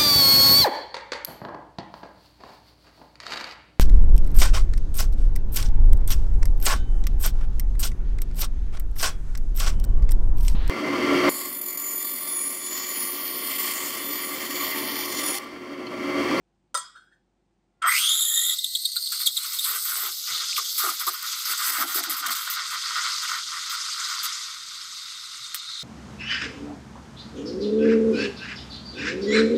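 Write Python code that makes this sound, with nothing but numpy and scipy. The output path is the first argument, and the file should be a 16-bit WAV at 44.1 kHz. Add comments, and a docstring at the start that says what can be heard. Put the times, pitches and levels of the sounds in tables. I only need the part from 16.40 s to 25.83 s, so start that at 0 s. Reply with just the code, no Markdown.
"""In a quiet kitchen, a steel pitcher of milk taps a steam wand and is raised over its tip; the valve opens.
Steam pockets collapsing in cold milk squeal as rough bands of noise with overtones, under a thin whistle.
Air torn in at the surface fizzes and hisses as bursts of clicks; trapped pockets gurgle, chirp and crack.
Gain tables and decaying modes give the pitcher's air column and wall; room noise and mains hum lie below."""
import sys
import numpy as np
from scipy import signal
from scipy.fft import rfft, irfft, next_fast_len
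from scipy.io import wavfile

SR = 44100
rng = np.random.default_rng(int(sys.argv[2]) if len(sys.argv) > 2 else 0)


def inscribe(sig):
    """Save sig as 16-bit PCM at rate SR to the path in sys.argv[1].

    A 1-D sig is mono; a 2-D sig holds one channel per row.
    Samples are clipped to [-1, 1] before scaling.
    """
    pcm = np.round(np.clip(np.atleast_2d(sig).T, -1, 1) * 32767)
    wavfile.write(sys.argv[1], SR, pcm.astype(np.int16))


N = 415863   # samples


def from_db(db):
    """Logarithmic level: 20 dB is a tenfold amplitude."""
    return 10 ** (np.asarray(db) / 20)


def rms_one(x):
    """Normalization by the root mean square."""
    return x / np.sqrt(np.mean(x ** 2) + 1e-20)


def in_time(rows):
    """Linear interpolation of a curve's columns over time, with a gate open while the curve lasts."""
    s, *columns = np.transpose(rows)
    t = np.arange(N) / SR
    gate = np.clip(np.minimum(t - s[0], s[-1] + .02 - t) / .003, 0, 1)
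    return [np.interp(t, s, c) for c in columns] + [gate]


def at_hz(points, hz):
    """Interpolation on a logarithmic frequency axis."""
    table_hz, values = np.transpose(points)
    return np.interp(np.log(hz), np.log(table_hz), values)


def drift(rate, size=16):
    """Slow random modulation: sparse noise through a double one-pole low-pass at rate Hz, then rms 1."""
    r = np.exp(-2 * np.pi * size * rate / SR)
    draws = rng.standard_normal(N // size + 3002)
    slow = signal.lfilter([1], [1, -2 * r, r * r], draws)[3000:]
    return np.interp(np.arange(N) / size, np.arange(len(slow)), rms_one(slow))


def band_pass(x, low_hz, high_hz, order=2):
    """Butterworth band-pass filtering."""
    return signal.sosfilt(signal.butter(order, [low_hz, high_hz], "band", fs=SR, output="sos"), x)


def high_pass(x, hz, order=4):
    """Butterworth high-pass filtering."""
    return signal.sosfilt(signal.butter(order, hz, "high", fs=SR, output="sos"), x)


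def decay(clicks, t60):
    """Exponential decay: each click leaves an envelope that falls 60 dB in t60 seconds."""
    return signal.lfilter([1], [1, -from_db(-60 / (t60 * SR))], clicks + 1e-18)


def shape(x, spectrum):
    """Linear filtering by a table of gains in dB, applied in the frequency domain."""
    size = next_fast_len(N)
    hz = np.maximum(np.arange(size // 2 + 1) * SR / size, 1)
    return irfft(rfft(x, size) * from_db(at_hz(spectrum, hz)), size)[:N]


def colour(x, spectrum):
    """Spectral shaping with the level held: the result has rms 1."""
    return rms_one(shape(x, spectrum))


def grains(per_s, spread_db):
    """Random impulse train: bubbles of uneven size burst independently."""
    sizes = from_db(spread_db * np.minimum(rng.exponential(1, N), 5)) * rng.choice([-1, 1], N)
    return rms_one(sizes * (rng.random(N) < per_s / SR))


def patchy(source, low_hz, high_hz, shared_db, own_db, rate):
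    """Band-wise modulation: third-octave bands flicker partly together and partly each on its own."""
    out, together = 0, drift(rate)
    edges = low_hz * 2 ** np.arange(0, np.log2(high_hz / low_hz) + 1 / 3, 1 / 3)
    for k, (low, high) in enumerate(zip(edges, np.minimum(edges[1:], .45 * SR))):
        flicker = from_db(shared_db * together + own_db * drift(rate))
        out = out + (-1) ** k * band_pass(source, low, high) * flicker
    return out


def smear(hz, width_hz):
    """Quadrature modulation: low-passed noise is moved to a given centre frequency; rms 1."""
    lowpass = signal.butter(3, width_hz / 2, fs=SR, output="sos")
    a, b = signal.sosfilt(lowpass, rng.standard_normal((2, N)))
    phase = 2 * np.pi * np.cumsum(hz) / SR
    return rms_one(a * np.cos(phase) + b * np.sin(phase))


def burst(s, length, attack_s, release_s):
    """Linear envelope: a burst's samples, progress through it (0-1), and attack-hold-release shape."""
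    at = np.arange(int(s * SR), min(int((s + length) * SR), N))
    t = at / SR - s
    return at, t / length, np.clip(np.minimum(t / attack_s, (length - t) / release_s), 0, 1)


def ring(force, hz, t60):
    """Damped resonance: a unit click sets a decaying sine of starting height 1 ringing."""
    r, w = from_db(-60 / (t60 * SR)), 2 * np.pi * hz / SR
    return signal.lfilter([0, np.sin(w)], [1, -2 * r * np.cos(w), r * r], force + 1e-18)


# spectrum of the room noise: f/Hz, relative level per Hz/dB
KITCHEN_SPECTRUM = [(44, -31.5), (75, -8), (188, -2), (311, -8), (344, -1), (446, -15), (523, -9.5),
                    (579, -17.5), (751, -10), (974, -18), (1140, -21), (9000, -35), (11700, -80.5)]
# room noise and hum as heard, fainter under the loud steam, then returning:
# t/s, noise level/dB, mains line level/dB
HUM_LEVELS = [(0, -72.5, -76), (1.45, -72, -78), (1.6, -77, -86), (2.3, -84.5, -87.5), (3.5, -73.5, -78),
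              (5, -73, -81), (6.5, -69.5, -77), (9.43, -72, -74)]
MAINS_HZ = 48.6


def kitchen():
    """Superposition of broadband and tonal sound: dull room noise and a mains hum."""
    noise_db, line_db, _ = in_time(HUM_LEVELS)
    line = np.sqrt(2) * np.sin(2 * np.pi * MAINS_HZ * np.arange(N) / SR)
    noise = colour(rng.standard_normal(N), KITCHEN_SPECTRUM)
    return line * from_db(line_db + .8 * drift(3)) + from_db(noise_db) * noise


# strikes on the metal: pitcher touching the wand, then the valve's opening knock (1.422 s):
# t/s, strike level/dB, brightness/dB per octave about 1300 Hz
TAP_STRIKES = [(0.344, -13, -0.5), (0.349, -10, 0.5), (0.373, -19, 2), (0.559, -44, -3), (1.422, -25, 1)]
# modes of the pitcher's steel wall: f/Hz, relative level/dB, t60 when tapped/s
WALL_MODES = [(560, -16, .1), (1000, -12, .2), (1340, 0, .17), (1916, -14, .28), (3310, -4, .33),
              (3680, -11, .4), (4300, -15, .3), (4980, -16, .4), (6170, -20, .2), (7300, -16, .2),
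              (8113, -8, .18), (8650, -9, .11), (13500, -28, .15)]
# spectrum of the clatter: f/Hz, relative level per Hz/dB
CLATTER_SPECTRUM = [(350, -71), (548, -15), (830, -33), (1320, -4.5), (1480, -21), (2580, -36), (3280, -26),
                    (6750, -23.5), (8170, -15), (16000, -55)]
# decay of the clatter: f/Hz, t60/s
CLATTER_DECAY = [(400, 0.11), (1100, 0.32), (3000, 0.5), (8000, 0.26), (15000, .15)]


def taps():
    """Modal impact: each strike excites the wall's modes and leaves a clatter that dies band by band."""
    s, strike_db, bright_db = np.transpose(TAP_STRIKES)
    at, out = (s * SR).astype(int), np.zeros(N)
    strength_db = rng.normal(0, 2.5, (len(at), len(WALL_MODES)))
    for k, (hz, mode_db, t60) in enumerate(WALL_MODES):
        clicks = np.zeros(N)
        tilt_db = bright_db * np.log2(hz / 1300)
        clicks[at] = from_db(strike_db + mode_db - 15 + tilt_db + strength_db[:, k])
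        out += ring(clicks, hz, t60) * from_db(4.0 * drift(22))   # the moving milk unsettles the ring
    noise = colour(rng.standard_normal(N), CLATTER_SPECTRUM)
    edges = 350 * 2 ** np.arange(0, 5.6, .5)   # half-octave bands
    for low, high in zip(edges, edges[1:]):
        hz, clicks = np.sqrt(low * high), np.zeros(N)
        clicks[at] = from_db(strike_db + bright_db * np.log2(hz / 1300))
        tail = decay(clicks, at_hz(CLATTER_DECAY, hz))
        crack = decay(clicks, 0.032)
        out += band_pass(noise, low, high) * (from_db(-21) * tail + from_db(-8) * crack)
    return high_pass(out, 470)   # the small pitcher radiates no bass


WALL_RADIATES_FROM_HZ = 2070


def wall(force, damping):
    """Forced modal vibration: the upper wall modes, shaken through the milk; damping scales each t60."""
    modes = 0
    for hz, mode_db, t60 in WALL_MODES[4:]:
        like_gain = np.sqrt(damping * t60 * SR / 27.6)   # evens out the modes' response to white force
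        modes = modes + from_db(mode_db / 2) * ring(force, hz, damping * t60) / like_gain
    return high_pass(modes, WALL_RADIATES_FROM_HZ)


# milk lapping as the pitcher rises and its air column shortens: t/s, f/Hz, level/dB
LAPPING_CURVE = [(0.44, 1310, -48), (0.536, 1404, -63), (0.566, 1414, -45.5), (0.584, 1444, -54),
                 (0.712, 1550, -70.5), (0.726, 1650, -57), (0.82, 1626, -92)]


def lapping():
    """Air-column resonance: small waves sound the column and nudge the wall."""
    hz, level_db, gate = in_time(LAPPING_CURVE)
    level = gate * from_db(level_db + 1.0 * drift(60))
    nudge = signal.lfilter([.3], [1, -.7], level * rng.standard_normal(N))
    return level * smear(hz, width_hz=300) + from_db(-9) * wall(nudge, damping=0.5)


# milk churned by the buried jet: t/s, fizz level/dB, air column level/dB
FROTH_LEVELS = [(1.415, -77, -52), (1.421, -53, -31.5), (1.461, -42.5, -23.5), (1.585, -27, -38.5),
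                (1.875, -45.5, -52), (2.139, -38, -52), (2.223, -38, -79), (2.62, -41, -66.5),
                (2.76, -35, -57), (2.93, -39, -66), (3.21, -34.5, -50), (3.8, -35, -57),
                (3.95, -28.5, -43.5), (4.33, -31, -53), (4.82, -38, -42.5), (4.88, -30.5, -42),
                (5.17, -31.5, -45), (5.46, -37, -44.5), (6.28, -33.5, -43), (6.7, -28.5, -38.5),
                (7.0, -32.5, -41.5), (7.05, -35, -48.5), (7.1, -33.5, -40.5), (7.4, -32, -39.5),
                (7.9, -31.5, -39.5), (8.2, -39, -47.5), (9.43, -40, -49.5)]
# spectrum of the small bursts: f/Hz, relative level per Hz/dB
FIZZ_SPECTRUM = [(1200, -29), (2100, -9), (3300, 0), (4500, 4), (6000, 1), (7500, -4.5), (9500, -15.5),
                 (11700, -14.5), (13000, -38.5), (14500, -50)]
# spectrum of the pitcher's air column: f/Hz, relative level per Hz/dB
COLUMN_SPECTRUM = [(500, -40), (850, -32.5), (993, -0.5), (1080, -0.5), (1320, 9), (1510, 7), (1700, -9),
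                   (1840, 2.5), (1950, 1), (2480, -10.5), (3030, -13), (3200, -1.5), (4160, -60)]
# way out of the milk through the pitcher's wall and mouth: f/Hz, gain/dB
WAY_OUT_GAINS = [(880, -42.5), (1080, 2.5), (1400, 7), (1680, -16), (2000, 6), (2250, 1), (2480, -2),
                 (3090, -4.5), (3300, 0.5), (4400, -1.5), (5200, 1), (5500, -6), (6230, 0), (7300, -2),
                 (8700, 5), (9500, -5), (11000, -1.5)]
TORN_FIZZ_DB = -9   # fizz that the tearing adds, against its hiss
# the coarse end of the fizz thins out when the air column falls this far under it
COARSE_BELOW_HZ, COARSE_FOLLOWS, COARSE_FULL_DB = 2980, 0.82, -9   # COARSE_FOLLOWS is an exponent


def froth(tears, torn_column):
    """Bubble noise: dense small bursts fizz, more so when air is torn in; larger ones sound the column."""
    fizz_db, column_db, gate = in_time(FROTH_LEVELS)
    column = gate * from_db(column_db) + torn_column
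    small = patchy(grains(14000, 2.7), 1436, 14000, shared_db=0.5, own_db=2.0, rate=20.6)
    small = colour(colour(small, FIZZ_SPECTRUM), WAY_OUT_GAINS)
    coarse = signal.sosfiltfilt(signal.butter(8, COARSE_BELOW_HZ, fs=SR, output="sos"), small)
    share = np.minimum(column / from_db(fizz_db + COARSE_FULL_DB), 1) ** COARSE_FOLLOWS
    fizz_level = gate * from_db(fizz_db) + from_db(TORN_FIZZ_DB) * tears
    fizz = fizz_level * (small - (1 - share) * coarse)
    large = patchy(grains(5000, 3.9), 642, 3300, shared_db=0.5, own_db=1.8, rate=23.0)
    return fizz + column * colour(large, COLUMN_SPECTRUM)


# large air pockets pinching off under the milk: t/s, level/dB, starting f/Hz, hold/s
GURGLE_POCKETS = [(1.439, -44.5, 717, 0.015), (3.296, -57, 450, 0.058), (3.421, -71, 430, 0.061),
                  (3.554, -61, 427, 0.026), (3.621, -53.5, 412, 0.06), (3.876, -68, 428.3, 0.065),
                  (3.956, -61, 435, 0.031), (4.017, -67, 430, 0.034), (4.181, -56.5, 442, 0.0096),
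                  (4.433, -42, 425, 0.01), (4.463, -46, 370, 0.0069), (4.491, -51, 340.4, 0.015),
                  (4.665, -46.5, 401.5, 0.023), (5.084, -57.5, 379, 0.038), (5.276, -53, 353, 0.042),
                  (5.378, -42, 295, 0.023), (5.426, -42, 328, .015), (5.465, -58, 331, 0.043),
                  (5.55, -42.5, 365, 0.06), (5.666, -47.5, 322, 0.046), (5.797, -60.5, 330, 0.057),
                  (5.87, -49.5, 283, 0.032)]
GURGLE_ATTACK_S, GURGLE_T60_S = 0.0073, 0.13
GURGLE_SAG_HZ_PER_S = 550   # the pitch sags as a pocket grows
SMALL_POCKETS_DB = -2.5   # small pockets that come with each large one, against it
# small pockets once foam forms, against the torn air column; they fade with time
FOAM_FROM_S, FOAM_POCKETS_DB, FOAM_FADE_DB_PER_S = 3.5, -27, 0.3


def gurgle(torn_column):
    """Bubble resonance: air pockets ring briefly as rough bands around the pitch that their size gives."""
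    level, hz, t = np.zeros(N), np.zeros(N), np.arange(N) / SR
    for s, level_db, pocket_hz, hold in GURGLE_POCKETS:
        length = GURGLE_ATTACK_S + hold + GURGLE_T60_S
        at, _, swell = burst(s, length, GURGLE_ATTACK_S, GURGLE_ATTACK_S)
        since_hold = np.maximum(t[at] - s - GURGLE_ATTACK_S - hold, 0)
        level[at] += swell ** 2 * from_db(level_db - 60 * since_hold / GURGLE_T60_S)
        hz[at] = pocket_hz - GURGLE_SAG_HZ_PER_S * (t[at] - s)
    large = level * from_db(0.56 * drift(24.77)) * smear(hz, width_hz=92)
    foam = (t > FOAM_FROM_S) * from_db(FOAM_POCKETS_DB - FOAM_FADE_DB_PER_S * (t - FOAM_FROM_S))
    small_level = from_db(SMALL_POCKETS_DB) * level + foam * torn_column
    small = smear(np.full(N, 760.), width_hz=248)
    return large + small_level * from_db(2.0 * drift(32)) * small


# steam pocket at the nozzle: t/s, collapse rate f/Hz, level/dB, extra level of overtones/dB
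SQUEAL_CURVE = [(1.44, 1407, -28, -38), (1.48, 1500, -26.5, -19), (1.525, 2150, -30.5, -9),
                (1.565, 2485, -28, -10.5), (1.615, 3033, -28.5, -10), (1.74, 3600, -32.5, 2.5),
                (1.9, 3580, -37, 8.5), (2.14, 3650, -32.5, 0.5), (2.15, 4020, -43, -3),
                (2.5, 4333, -39, -7.5), (2.8, 4483, -38, -6.5), (2.9, 4030, -42, -3.5),
                (3.15, 4243, -47, -5), (3.4, 4200, -54, 9.5), (3.9, 3900, -63, -4), (3.96, 4300, -32, -19),
                (4.05, 3950, -66, 6), (9.1, 3950, -49.5, -14), (9.36, 3980, -42, -36),
                (9.43, 3920, -43, -16)]
# sudden louder squeals: t/s, level/dB, starting f/Hz, hold/s
YELP_EVENTS = [(2.183, -34.5, 4132, 0.00535), (2.24, -30.5, 3950, .006), (2.349, -29.5, 3950, 0.00468),
               (2.451, -29, 4090, 0.00492), (2.561, -38.5, 4500, 0.00817), (2.667, -36.5, 4282, 0.00443),
               (2.809, -41, 4515, 0.00714), (2.831, -30.5, 4502, 0.0021), (2.859, -30, 4294, .017),
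               (2.881, -43, 3812, 0.00309), (2.967, -28, 4116, 0.00712), (3.141, -42, 4200, 0.00285),
               (3.185, -32, 4100, .008), (3.242, -37.5, 4400, 0.01017)]
# bands of the squeal: multiple of the pitch, relative level/dB, bandwidth/Hz
OVERTONE_BANDS = [(1, 4, 700), (2, 0.5, 850), (3, 2.5, 1700), (4, -10, 1300)]
YELP_ATTACK_S, YELP_RELEASE_S, YELP_SAG_HZ_PER_S = .003, .003, 48000
CUTOFF_HZ = 15850   # nothing of the squeal is centred above it; the output is cut there too


def squeal():
    """Cavity collapse at an unsteady rate: each overtone is a rough band with its own width."""
    hz, level_db, over_db, gate = in_time(SQUEAL_CURVE)
    level = from_db(level_db) * gate
    for s, yelp_db, yelp_hz, hold in YELP_EVENTS:
        length = YELP_ATTACK_S + hold + YELP_RELEASE_S
        at, _, swell = burst(s, length, YELP_ATTACK_S, YELP_RELEASE_S)
        falling_hz = yelp_hz - YELP_SAG_HZ_PER_S * (at / SR - s)
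        hz[at] += (falling_hz - hz[at]) * swell
        level[at] += from_db(yelp_db) * swell
    hz *= 1 + .012 * drift(30)   # the rate wanders
    bands = 0
    for k, band_db, width_hz in OVERTONE_BANDS:
        band_level = from_db(band_db + over_db * (k > 1)) * (k * hz < CUTOFF_HZ)
        bands = bands + band_level * smear(k * hz, width_hz)
    sound = shape(level * from_db(2.15 * drift(120, size=4)) * bands, WAY_OUT_GAINS)
    return sound + from_db(-16.0) * wall(sound, damping=0.088)


# steady spit of steam at the surface: t/s, hiss level/dB
TEARING_LEVELS = [(1.455, -55), (1.48, -34), (1.6, -27), (1.672, -37), (2.09, -30.5), (2.16, -42.5),
                  (2.92, -41), (3.23, -32.5), (3.7, -34), (4.05, -46.5), (4.3, -34.5), (4.8, -40.5),
                  (5.3, -37.5), (5.82, -54), (6.79, -53), (7.09, -63), (7.82, -56), (8.1, -86), (9.43, -82)]
# spectrum of the hiss: f/Hz, relative level per Hz/dB
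HISS_SPECTRUM = [(3820, -31), (6500, -31), (7840, 2), (8860, -4.5), (9490, -10), (9970, -3.5), (12300, 3.5),
                 (13100, -3.5), (13500, 6), (13900, 1), (15200, -2), (16200, -38)]


def tearing(tears):
    """Jet noise: free steam over the surface gives a bright, spitting hiss."""
    hiss_db, gate = in_time(TEARING_LEVELS)
    spit = patchy(grains(16000, 4.0), 5840, 17000, shared_db=0.3, own_db=3.0, rate=16.7)
    return (gate * from_db(hiss_db) + tears) * colour(spit, HISS_SPECTRUM)


# thin whistle of the nozzle as the valve opens: t/s, f/Hz, level/dB
WHISTLE_CURVE = [(1.455, 8100, -50), (1.48, 8340, -25), (1.55, 8760, -36), (1.65, 8900, -30),
                 (1.7, 9200, -45)]


def whistle():
    """Nozzle whistle: a narrow band of noise climbs with the pressure."""
    hz, level_db, gate = in_time(WHISTLE_CURVE)
    return gate * from_db(level_db) * smear(hz, width_hz=500)


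# resonance of the pitcher's air under the squeal: t/s, f/Hz, level/dB
AIR_RESONANCE_CURVE = [(1.7, 1810, -73), (1.93, 1864, -43.5), (2.13, 1984, -45), (2.17, 2010, -62),
                       (2.65, 2010, -68)]


def air_resonance():
    """Resonance: a narrow rough band near 1.8-2 kHz in the pitcher's air, under the squeal."""
    hz, level_db, gate = in_time(AIR_RESONANCE_CURVE)
    return gate * from_db(level_db + 2.8 * drift(30)) * smear(hz, width_hz=140)


# single bubbles that swell or shrink: t/s, level/dB, starting f/Hz, final f/Hz, length/s
CHIRP_EVENTS = [(2.555, -51, 3000, 1360, 0.0093), (4.127, -31.5, 2130, 3000, 0.0066),
                (4.159, -29, 4990, 1900, 0.011)]
CHIRP_EDGE_S = 0.0013


def chirps():
    """Bubble resonance with changing size: a tone glides exponentially within about ten milliseconds."""
    level, hz = np.zeros(N), np.zeros(N)
    for s, level_db, from_hz, to_hz, length in CHIRP_EVENTS:
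        at, along, swell = burst(s, length, CHIRP_EDGE_S, CHIRP_EDGE_S)
        level[at] = swell * from_db(level_db)
        hz[at] = from_hz * (to_hz / from_hz) ** along
    return level * np.sqrt(2) * np.sin(2 * np.pi * np.cumsum(hz) / SR)


# the tip breaks the surface and tears air in:
# t/s, hiss level/dB, length/s, level change over the length/dB, air column level/dB
TEAR_EVENTS = [(2.558, -31, 0.018, -7, -48), (2.719, -29, 0.021, -1, -40), (2.737, -37, 0.035, -3, -54),
               (2.792, -36, 0.044, 1, -44.5), (2.857, -29.5, 0.031, 7, -50), (2.955, -40, 0.09, -12, -49),
               (3.03, -37, 0.12, -28, -42), (3.119, -33, 0.054, -14, -45),
               (3.241, -33.5, 0.14, -8.5, -33.5), (3.446, -45.5, 0.24, 9, -41),
               (3.867, -41, 0.085, -12, -39.5), (4.001, -54, 0.037, -12, -36.5),
               (4.163, -32, 0.033, 10, -38.5), (4.377, -30.5, 0.14, -1.5, -35.5),
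               (4.595, -34.5, 0.033, 3, -34.5), (4.664, -31, 0.036, 10.5, -37), (4.734, -39, 0.02, -9, -36),
               (4.824, -35, 0.019, -9, -27.5), (4.922, -42, 0.021, -6, -43), (5.051, -38, 0.091, 10, -38),
               (5.175, -35.5, 0.14, 9, -35.5), (5.321, -34.5, 0.12, 7.5, -32.5),
               (5.471, -36.5, 0.12, 5.5, -39.5), (5.544, -30, 0.069, -1, -41), (5.631, -37, 0.038, 1, -36),
               (5.695, -28.5, 0.067, -10, -34.5), (5.765, -34, 0.058, -4, -40), (5.822, -58, 0.045, 2, -27),
               (5.861, -26.5, 0.015, 8, -39), (5.882, -32, 0.027, -12, -23.5), (5.904, -27, 0.04, 2, -35),
               (5.949, -30, 0.12, -15, -39), (6.063, -46, 0.033, 0, -30.5), (6.099, -31.5, 0.068, -8, -39),
               (6.155, -69, 0.087, -11, -31), (6.305, -44, 0.062, -6, -32), (6.429, -77, 0.11, -6, -38),
               (6.54, -65, 0.16, -11, -30), (6.817, -46, 0.039, 2, -34.5), (6.88, -50, 0.11, -2, -36),
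               (7.12, -68, 0.075, -9, -39), (7.295, -40.5, 0.065, 4, -41.5), (7.573, -57, 0.099, -7, -45),
               (7.678, -51, 0.088, 1, -38.5), (7.83, -33.5, 0.043, 8, -41.5),
               (9.148, -30.5, 0.023, -12, -41)]
TEAR_ATTACK_S, TEAR_RELEASE_S = 0.0016, 0.017
# share of a tear's level change that the air column follows; how slowly it answers
COLUMN_FOLLOWS, COLUMN_LAG_S = 0.58, 0.013


def bare_tip():
    """Intermittent excitation: levels of hiss and air column, switched on while the tip is out of the milk."""
    hiss, column = np.zeros((2, N))
    for s, hiss_db, length, change_db, column_db in TEAR_EVENTS:
        at, along, bare = burst(s, length, TEAR_ATTACK_S, TEAR_RELEASE_S)
        hiss[at] += bare * from_db(hiss_db + change_db * along)
        column[at] += bare * from_db(column_db + COLUMN_FOLLOWS * change_db * along)
    lag = np.exp(-1 / (COLUMN_LAG_S * SR))
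    return hiss, signal.lfilter([1 - lag], [1, -lag], column + 1e-18)


# gulps of air that make the air column ring at its pitch of the moment: t/s, level/dB, f/Hz, hold/s
GULP_EVENTS = [(2.562, -43.5, 1394, .008), (2.719, -36, 1467, 0.0089), (2.8, -48, 1250, 0.0097),
               (4.178, -29.5, 1248, 0.014), (4.397, -31.5, 1302, 0.064), (4.471, -30, 1290, 0.031),
               (4.668, -25.5, 1170, 0.015)]
GULP_ATTACK_S, GULP_RELEASE_S = 0.002, .02


def gulps():
    """Air-column resonance: each gulp is a short rough tone."""
    level, hz = np.zeros(N), np.zeros(N)
    for s, level_db, gulp_hz, hold in GULP_EVENTS:
        length = GULP_ATTACK_S + hold + GULP_RELEASE_S
        at, _, swell = burst(s, length, GULP_ATTACK_S, GULP_RELEASE_S)
        level[at], hz[at] = swell ** 2 * from_db(level_db), gulp_hz
    return level * smear(hz, width_hz=270)


# single bubbles that crack at the surface: t/s, starting level before the band-pass/dB
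SPIT_EVENTS = [(2.802, -23), (2.817, -31), (5.638, -19.5), (5.867, -18), (9.145, -16.5)]


def spits():
    """Impulsive radiation: each crack is a few milliseconds of wide noise."""
    s, level_db = np.transpose(SPIT_EVENTS)
    clicks = np.zeros(N)
    clicks[(s * SR).astype(int)] = from_db(level_db)
    crack = decay(clicks, 0.016) * rng.standard_normal(N)
    return band_pass(crack, 1200, 14000, order=4)


# soft low bumps, each at its height 0.03 s after t: t/s, peak level/dB, f/Hz
BUMP_EVENTS = [(3.899, -56, 135), (8.990, -58, 125), (9.262, -62, 125)]


def bumps():
    """Gaussian tone burst: each bump swells for a few cycles and dies."""
    t, out = np.arange(N) / SR, np.zeros(N)
    for s, peak_db, hz in BUMP_EVENTS:
        swell = np.exp(-((t - s - .03) / 0.024) ** 2)
        out += from_db(peak_db) * swell * np.sin(2 * np.pi * hz * (t - s))
    return out


def nearby(x, echo_db, t60):
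    """Early reflections: dense echoes off boiler, counter and wall leave a fixed fine spectral ripple."""
    t = np.arange(round(.25 * SR)) / SR
    echoes = rng.standard_normal(len(t)) * from_db(-60 * t / t60) * (t > .001)
    echoes = echoes / np.sqrt(np.sum(echoes ** 2))
    return x + from_db(echo_db) * signal.fftconvolve(x, echoes)[:N]


def scene():
    """Superposition: the steam's sounds gain echoes, then milk, taps, bumps and room are added."""
    tears, torn_column = bare_tip()
    steam = froth(tears, torn_column) + squeal() + tearing(tears) + whistle()
    steam += air_resonance() + chirps() + gulps() + spits()
    steam = high_pass(steam, 800, order=6)   # no steam sound passes under the air column
    milk = nearby(steam, echo_db=-10.0, t60=0.1) + gurgle(torn_column) + lapping()
    return (kitchen() + taps() + milk + bumps())[None]


def record(dry):
    """Band limiting: a steep elliptic low-pass cuts the top."""
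    return signal.sosfilt(signal.ellip(10, .3, 75, CUTOFF_HZ, fs=SR, output="sos"), dry)


dry = scene()
out = record(dry)
inscribe(out)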